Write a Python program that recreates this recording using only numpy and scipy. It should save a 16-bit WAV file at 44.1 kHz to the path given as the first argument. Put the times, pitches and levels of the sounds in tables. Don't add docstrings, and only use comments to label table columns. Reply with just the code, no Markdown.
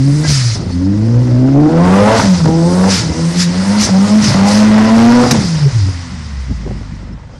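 import sys
import numpy as np
from scipy import signal
from scipy.io import wavfile
from scipy.ndimage import uniform_filter1d

SR = 44100
rng = np.random.default_rng(int(sys.argv[2]) if len(sys.argv) > 2 else 0)


def pcm_store(signal):
    levels = np.round(np.clip(np.atleast_2d(signal), -1, 1) * 32767)
    wavfile.write(sys.argv[1], SR, levels.astype(np.int16).T)


def magnitude_from_level(level_db):
    exponent = np.asarray(level_db, float) / 20
    return 10 ** exponent


N = 325880


def rms_one(x):
    return x / np.sqrt(np.mean(x ** 2) + 1e-20)


def noise():
    return rng.standard_normal(N)


def in_time(rows):
    s, *columns = np.transpose(rows)
    return [np.interp(np.arange(N) / SR, s, c) for c in columns]


def bells(rows):
    t = np.arange(0, N / SR, .001)
    height_now = sum(height * np.exp(-((t - s) / half) ** 2) for s, height, half in rows)
    return in_time(np.transpose([t, height_now]))[0]


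def drift(rate):
    r = np.exp(-80 * np.pi * rate / SR)
    slow = signal.lfilter([1], [1, -2 * r, r * r], rng.standard_normal(N // 40 + 2002))[2000:]
    return np.interp(np.arange(N) / 40, np.arange(len(slow)), rms_one(slow))


def band(x, low_hz, high_hz):
    return signal.sosfilt(signal.butter(2, [low_hz, high_hz], "band", fs=SR, output="sos"), x)


def resonate(x, hz, width_hz):
    r = np.exp(-np.pi * width_hz / SR)
    feedback = [1, -2 * r * np.cos(2 * np.pi * hz / SR), r * r]
    return signal.lfilter(np.array([1, 0, -1]) * (1 - r * r) / 2, feedback, x)


def coloured(spectrum, patchy_db):
    hz, level_db = np.transpose(spectrum)
    edges = np.geomspace(hz[0], 13000, 21)
    white, out = rng.standard_normal((2, N)), 0
    for k, (low, high) in enumerate(zip(edges, edges[1:])):
        centre_db = np.interp(np.log(low * high) / 2, np.log(hz), level_db)
        out = out + magnitude_from_level(centre_db + patchy_db * drift(27.0)) * band(white[k % 2], low, high)
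    return rms_one(out)


def strikes(events):
    clicks = np.full(N, 1e-18)
    clicks[[round(row[0] * SR) for row in events]] = magnitude_from_level(np.array(events)[:, 1])
    return clicks


# [t/s, level/dB]
WHEELSPIN = [(0.0, -36), (.25, -35.5), (.35, -44), (1.7, -38.5), (1.85, -27), (2.16, -19), (2.43, -41),
             (2.98, -32), (3.07, -34), (3.48, -32), (3.8, -27), (3.95, -31.5), (4.12, -26.5), (4.6, -22.5),
             (5.18, -22), (5.43, -32.5), (6.9, -43.5), (7.39, -52.5)]
# [f/Hz, level/dB per Hz]
TYRE_COLOUR = [(250, -12), (420, -5.5), (746, -4.5), (953, -0.5), (2770, -8.5), (3790, -11.5), (5870, -14),
               (7100, -23.5), (8370, -24), (10300, -42.5), (11000, -79), (14300, -107), (22000, -120)]
# [f/Hz, width/Hz, level/dB against the tyre hiss]
DRONE = [(1960, 300, -7), (990, 330, -15)]


def yard():
    rumble = rms_one(band(band(noise(), 51, 167.9), 30, 213)) * magnitude_from_level(-32 + 2 * drift(4.0))
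    white = noise()
    drone = sum(magnitude_from_level(db) * rms_one(resonate(resonate(white, hz, width), hz, width)) for hz, width, db in DRONE)
    tyres = coloured(TYRE_COLOUR, patchy_db=0.5)
    return magnitude_from_level(in_time(WHEELSPIN)[0] + 1.0) * (tyres + drone) + rumble


# [t/s, level/dB, half length/s]
GUSTS = [(5.909, -29, 0.071), (6.13, -21, 0.033), (6.213, -27, .015), (6.356, -28, .03),
         (6.509, -13, 0.021), (6.628, -26, 0.051), (6.742, -20.5, 0.069), (6.929, -21, 0.023),
         (7.026, -28.5, .02), (7.125, -24, 0.044)]
# [t/s, peak level/dB]
SLAPS = [(5.885, -9.5), (6.149, -28), (6.502, -17), (6.515, -18), (6.653, -13), (6.664, -6.5), (6.676, -16),
         (6.691, -20), (6.707, -3), (6.759, -21), (6.774, -37), (6.809, -13), (6.921, -39), (7.024, -20),
         (7.119, -33)]


def wind():
    gusts = bells([(s, magnitude_from_level(db), half) for s, db, half in GUSTS])
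    lumps = rms_one(band(band(noise(), 53.2, 225.4), 35, 233))
    lumps = lumps / np.sqrt(uniform_filter1d(lumps ** 2, size=1500) + .1)
    slaps = strikes(SLAPS)
    swings = magnitude_from_level(27) * band(resonate(resonate(slaps, 219.3, 280), 220, 489), 60, 1100)
    wake_level = signal.lfilter([1], [1, -np.exp(-1 / (0.0091 * SR))], slaps)
    wake = magnitude_from_level(-12) * wake_level * rms_one(band(noise(), 141, 440))
    return gusts * lumps + band(swings + wake, 50, 1300)


# [t/s, length/s, f/Hz, level/dB]
SQUEAKS = [(0.237, 0.037, 1620, -32), (0.228, 0.056, 2010, -38), (.715, 0.04, 4450, -43),
           (7.123, 0.021, 5290, -55), (7.344, 0.041, 3180, -62)]


def squeaks():
    out = np.zeros(N + SR)
    for s, length, hz, db in SQUEAKS:
        at, t = round(s * SR), np.arange(round(length * SR)) / SR
        out[at:at + len(t)] += magnitude_from_level(db + 10.5) * np.sin(np.pi * t / length) * np.sin(2 * np.pi * hz * t)
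    return out[:N]


# [start t/s, end t/s, from f/Hz, to f/Hz, level/dB]
SPOOLS = [(.0, .28, 8300, 10400, -51), (1.78, 2.15, 7800, 10600, -50), (2.55, 2.9, 7500, 10100, -49),
          (3.13, 3.4, 7400, 9700, -50), (3.53, 3.8, 8100, 10100, -49), (3.93, 4.22, 8200, 10200, -49)]


def turbo():
    out, t = np.zeros(N), np.arange(N) / SR
    flutter, jitter = magnitude_from_level(4.0 * drift(40)), 1 + .02 * drift(150)
    intake = rms_one(band(noise(), 5800, 9500))
    for start, end, from_hz, to_hz, db in SPOOLS:
        on = slice(round(start * SR), round(end * SR))
        done = (t[on] - start) / (end - start)
        hz = (from_hz + (to_hz - from_hz) * done) * jitter[on]
        whistle = 2.5 * flutter[on] * np.sin(2 * np.pi * np.cumsum(hz) / SR)
        hiss = magnitude_from_level(14.5) * (0.44 + done) * intake[on]
        out[on] += magnitude_from_level(db) * np.sqrt(np.abs(np.sin(np.pi * done))) * (whistle + hiss)
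    return out


# [t/s, peak level/dB, hold/s, release/dB per s]
DUMPS = [(0.287, -14, .26, 293), (0.71, -35.5, 0.017, 402), (2.17, -18, .22, 246), (2.456, -27, .01, 202),
         (2.912, -11.5, 0.074, 195), (3.402, -12, .03, 447), (3.815, -11, 0.033, 238),
         (4.241, -14.5, 0.046, 100), (4.485, -16.5, 0.14, 256), (5.334, -24.5, 0.18, 12),
         (5.764, -30, 0.17, 14)]


def dumps():
    attack_db_per_s, sag_db_per_s = 351, 35
    t = np.arange(0, N / SR, .001)
    power = 0
    for s, db, hold, release in DUMPS:
        rise = attack_db_per_s * (s - t).clip(0)
        bleed = sag_db_per_s * (t - s).clip(0)
        power = power + magnitude_from_level(db - rise - bleed - release * (t - s - hold).clip(0)) ** 2
    return in_time(np.transpose([t, power]))[0]


# [open t/s, shut t/s, firing rate at opening f/Hz, at shutting f/Hz, bend of the climb]
PULLS = [(0.0, 0.249, 130.8, 158.2, 0.94), (0.759, 1.209, 86.6, 125.5, 1.01),
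         (1.32, 2.163, 122.1, 228.4, 1.35), (2.478, 2.902, 158.5, 196.7, 1.19),
         (3.109, 3.417, 157.1, 181.1, 1.01), (3.483, 3.79, 173.7, 214.7, 1.05),
         (3.95, 4.191, 188.2, 219.3, .8), (4.372, 4.623, 193.7, 217.8, 1.05),
         (4.738, 5.27, 215, 251.9, 1.127)]
# [t/s, firing rate f/Hz, hum level/dB, load as rasp level/dB, upper orders facing the listener level/dB]
COAST = [(5.449, 179.4, -14, -26.5, 0), (5.58, 152.9, -10.5, -23.5, -8), (5.66, 141.1, -3, -25.5, -25),
         (5.84, 94.8, -9, -34, -8.5), (5.93, 89.4, -21.5, -48, -10.5), (6.241, 75.95, -30, -54, -2.5),
         (6.379, 67.74, -18, -47, -10), (6.71, 50.1, -23.5, -38, -5), (7.39, 48.8, -39, -36, -3)]


def revs():
    done, points = np.linspace(0, 1, 12, endpoint=False), []
    coast_start, coast_hz = COAST[0][:2]
    following = list(PULLS[1:]) + [(coast_start, 0, coast_hz)]
    for (start, end, low, top, bend), (after, _, floor, *_) in zip(PULLS, following):
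        points += zip(start + (end - start) * done, low + (top - low) * done ** bend)
        fall_bend = 1.4 if after < coast_start else .8
        ease = 1 - (1 - done) ** fall_bend
        points += zip(end + (after - end) * done, top + (floor - top) * ease)
    return uniform_filter1d(in_time(points + [row[:2] for row in COAST])[0], size=1500, mode="nearest")


# [f/Hz, level/dB per Hz]
AIR_COLOUR = [(710, -41), (1200, -12), (1350, -6), (1520, -11), (1940, -3.5), (2210, -8), (2580, -8),
              (3090, -10.5), (5180, 3), (7380, -10), (9460, -14), (11800, -27), (15300, -53), (22000, -120)]
# [t/s, level drop/dB, half length/s]
INTAKE_SHADE = [(1.6, 7, 0.66), (4.8, 4.5, 0.11), (7.2, 13, 0.16)]


def boost_air():
    lag = np.exp(-1 / (0.05 * SR))
    octaves = np.log2(revs() / 200)
    shaft = signal.lfilter([1 - lag], [1, -lag], octaves, zi=[octaves[0]])[0]
    intake = magnitude_from_level(-25.5 + 10.5 * shaft - bells(INTAKE_SHADE))
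    return np.sqrt(intake ** 2 + dumps()) * coloured(AIR_COLOUR, patchy_db=2.0)


# [t/s, peak level/dB]
BACKFIRE = [(5.3098, 0.5)]


def backfire():
    held = uniform_filter1d(strikes(BACKFIRE), size=400, origin=199) * 400
    fade = np.exp(-1 / (0.0055 * SR))
    envelope = np.maximum(held, signal.lfilter([1 - fade], [1, -fade], held))
    white = noise()
    crack = rms_one(band(white, 3200, 5900)) + 0.85 * rms_one(band(white, 400, 2800))
    return magnitude_from_level(-6.5) * envelope * crack


# [t/s, thump peak level/dB, thump f/Hz, puff peak level/dB]
BURBLES = [(0.246, -18, 157, -7), (0.56, -43, 99, -15), (0.588, -17, 152, -17), (0.618, -20, 105, -18),
           (0.654, -14, 170.1, -30), (0.69, -24, 130.5, -24), (2.199, -20, 88.83, -16),
           (2.458, -7.5, 120.2, 0.5), (2.49, -4, 168, -29), (2.963, -11, 161, -45),
           (2.978, -16.5, 112.2, -31), (2.997, -10, 115, -25), (3.097, -12, 83.1, -10),
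           (3.842, -14, 84, -29), (3.889, -10.5, 107, -5), (4.22, -11, 152, -20), (4.278, -3, 117, -12),
           (4.308, -4.5, 135, -17), (4.342, -5.5, 159, 1.5), (5.236, -8, 119.2, -25),
           (5.312, -4.5, 145, -6), (5.344, -8, 154, 2.5), (5.378, -7.5, 138.9, -27), (5.43, -13, 106, -32),
           (5.87, -29, 90, -30)]


def burbles():
    out, t = np.zeros(N), np.arange(4000) / SR
    for s, peak_db, hz, puff_db in BURBLES:
        at = round(s * SR)
        thump = np.sin(2 * np.pi * hz * t) * t / 0.014 * np.exp(1 - t / 0.0093)
        puff = rms_one(band(rng.standard_normal(4000), 150, 800)) * np.exp(-t / .012)
        out[at:at + 4000] += magnitude_from_level(peak_db + 3.0) * thump + magnitude_from_level(puff_db - 11.0) * puff
    return out


# [t/s, hum level/dB, load as rasp level/dB, upper orders facing the listener level/dB]
TAIL = [(0.0, -7.5, -46, -7), (.27, -8.5, -24.5, -11), (.65, -13.5, -31, -10.5), (.9, -15.5, -32, 3.5),
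        (1.15, -7, -24.5, -8.5), (1.54, -8.5, -24.5, 0.5), (1.911, -4, -13, -2.5), (2.2, -10, -9, 9),
        (2.3, -4, -18, -5), (2.6, -10, -25.5, 1.5), (2.86, -6, -13, -6), (3.0, -16, -24.5, -1),
        (3.45, -8.5, -28.5, -13), (3.75, -9, -18.5, -17), (4.15, -5.5, -21, -6.5), (4.6, -6.5, -14.5, -9),
        (5.05, -1.5, -13, -6), (5.25, -5.5, -13, -0.5)]
# [f/Hz, level/dB against the hum]
SILENCER = [(200, -1), (275, 3), (340, -10), (400, -18.5), (490, -6), (600, -12), (730, -11), (1200, -9.5)]
# [t/s, depth level/dB, half length/s]
FADES = [(.22, 4, .04), (.58, 12, .03), (.67, 8, .06), (1.27, 4, .04), (1.7, 11, .04), (2.12, 16, .025),
         (2.39, 9, .03), (2.98, 15, .03), (3.14, 12, .04), (3.33, 7, .03), (3.55, 6, .04), (3.64, 8, .025),
         (3.87, 12, .03), (4.085, 9, .025), (4.235, 15, .02), (4.33, 10, .025), (5.29, 22, .025),
         (5.6, 7, .02), (5.71, 20, .022)]


def orders(hz):
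    hum_db, load_db, facing_db = in_time(list(TAIL) + [(s, *levels) for s, _, *levels in COAST])
    silencer_hz, silencer_db = np.transpose(SILENCER)

    def passed(k):
        return hum_db + facing_db + np.interp(np.log(k * hz), np.log(silencer_hz), silencer_db)

    crank_db = -24.5 + 0.58 * (load_db + 23.5) + 10 * np.log2(hz.clip(120) / 200)
    return hum_db - bells(FADES), passed, crank_db, load_db


def tone(turns, k, db, waver_db):
    level = np.sqrt(2) * magnitude_from_level(db + waver_db * drift(13))
    return level * np.sin(2 * np.pi * (k * turns + rng.random() + 0.021 * waver_db * drift(43)))


# [multiple of firing rate, level/dB against the hum as the silencer passes
CLEAN_UP = [(2.5, -8.5), (4, -7.5), (5, -11), (6, -13.5)]


def exhaust_hum(turns, hz, pulling):
    tone_db, passed, crank_db, rasp_db = orders(hz)
    hum = tone(turns, 0.99, tone_db, 0.96)
    hum += tone(turns, 2, passed(1.933) + 7 * np.log(pulling), 1.95)
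    hum += tone(turns, 3, passed(2.926) - 2.5 + 6 * np.log(pulling), 2.0)
    hum += tone(turns, .5, crank_db, 2.54)
    hum += pulling * tone(turns, 1.5, crank_db - 5, 3.8)
    load_db = .7 * (rasp_db + 20).clip(None, 2)
    for k, db in CLEAN_UP:
        hum += pulling ** 2 * tone(turns, k, passed(k) + db + load_db + 3 * drift(4), 4)
    return hum


# [multiple of firing rate, level/dB]
ORDERS_UP = [(1.5, -4.5), (2.5, -11), (3.5, -8.5), (4, -17), (4.5, -7.5), (5, -11.5), (6, -20.5)]
# [f/Hz, width/Hz, level/dB]
PIPE = [(256.6, 35.3, 9), (512, 97, 7.5), (583, 247, 3.5), (948, 180, 1), (1403, 310, -5), (2170, 120, -27)]


def exhaust_rasp(turns, pulling, rasp_db):
    upper = pulling * sum(tone(turns, k, db - 3, 4.5) for k, db in ORDERS_UP)
    firing = turns.astype(int)
    strength = magnitude_from_level(3.66 * rng.standard_normal(2000))[firing]
    puff = np.exp(-3.0 * (turns - firing))
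    knock = np.diff(firing, prepend=0) * 11.6
    gas = rms_one(strength * (knock + (puff + 0.97) * noise()))
    rasp = 0
    for k, (hz, width, db) in enumerate(PIPE):
        mode_db = db + 0.031 * k * (rasp_db + 29.5)
        rasp = rasp + (-1) ** k * magnitude_from_level(mode_db) * resonate(gas * 3.96 + upper, hz, width)
    return magnitude_from_level(rasp_db - 1.94) * rms_one(rasp)


# [start t/s, end
# t/s]
MISFIRES = [(.27, .33), (.55, .72), (2.2, 2.27), (2.44, 2.5), (2.94, 3.14), (3.82, 3.9), (4.22, 4.36),
            (5.235, 5.46)]


def exhaust():
    hz = revs()
    turns = np.cumsum(hz * (1 + .004 * drift(25))) / SR
    pulling = np.clip(1.09 + uniform_filter1d(np.gradient(hz) * SR, size=2000) / 110, .1, 1)
    t = np.arange(N) / SR
    uneven = sum((t > start) & (t < end) for start, end in MISFIRES)
    unevenness_db = 7 * rng.standard_normal(2000)[turns.astype(int)] - 3
    misfire = uniform_filter1d(magnitude_from_level(uneven * unevenness_db).clip(0, 1.5), size=150)
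    flutter = uniform_filter1d(uneven * magnitude_from_level(-21.5), size=600) * rms_one(band(noise(), 60, 288))
    rasp_db = orders(hz)[3]
    return exhaust_hum(turns, hz, pulling) * misfire + flutter + exhaust_rasp(turns, pulling, rasp_db)


# [delay t/s, level/dB]
ECHOES = [(0.043, -16), (.067, -18.5), (0.104, -18.5), (0.159, -24)]


def scene():
    car = exhaust() + burbles() + backfire() + boost_air() + turbo() + squeaks()
    dull = band(car, 65, 3000)
    echoes = sum(magnitude_from_level(db) * np.pad(dull, (round(s * SR), 0))[:N] for s, db in ECHOES)
    return (car + echoes + wind() + yard())[None]


def thin_top(x, floor_db, rise_db, follow):
    hz, _, cells = signal.stft(x, SR, nperseg=2048)
    hiss = np.abs(cells[:, (hz > 4000) & (hz < 8000)]).mean(axis=1, keepdims=True)
    khz = np.where(hz > 8000, hz / 1000 - 10, -20)
    limit = magnitude_from_level(floor_db + rise_db * khz)[:, None] * (hiss / magnitude_from_level(-57.0)) ** follow
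    kept = (np.abs(cells) > limit) & (hz < 11930)[:, None]
    return signal.istft(cells * kept, SR, nperseg=2048)[1][..., :N]


def roll_off(x):
    return signal.sosfilt(signal.butter(12, 15830, fs=SR, output="sos"), x)


def record(dry):
    cut = signal.sosfilt(signal.butter(2, 32, "high", fs=SR, output="sos"), dry)
    rounded = np.tanh(magnitude_from_level(-0.05) * cut / 1.043)
    ceiling = .705
    over = thin_top(rounded, floor_db=-71.5, rise_db=2.0, follow=0.66) / ceiling
    shaved = ceiling * over / (1 + np.abs(over) ** 40) ** (1 / 40)
    return roll_off(shaved)


dry = scene()
out = record(dry)
pcm_store(out)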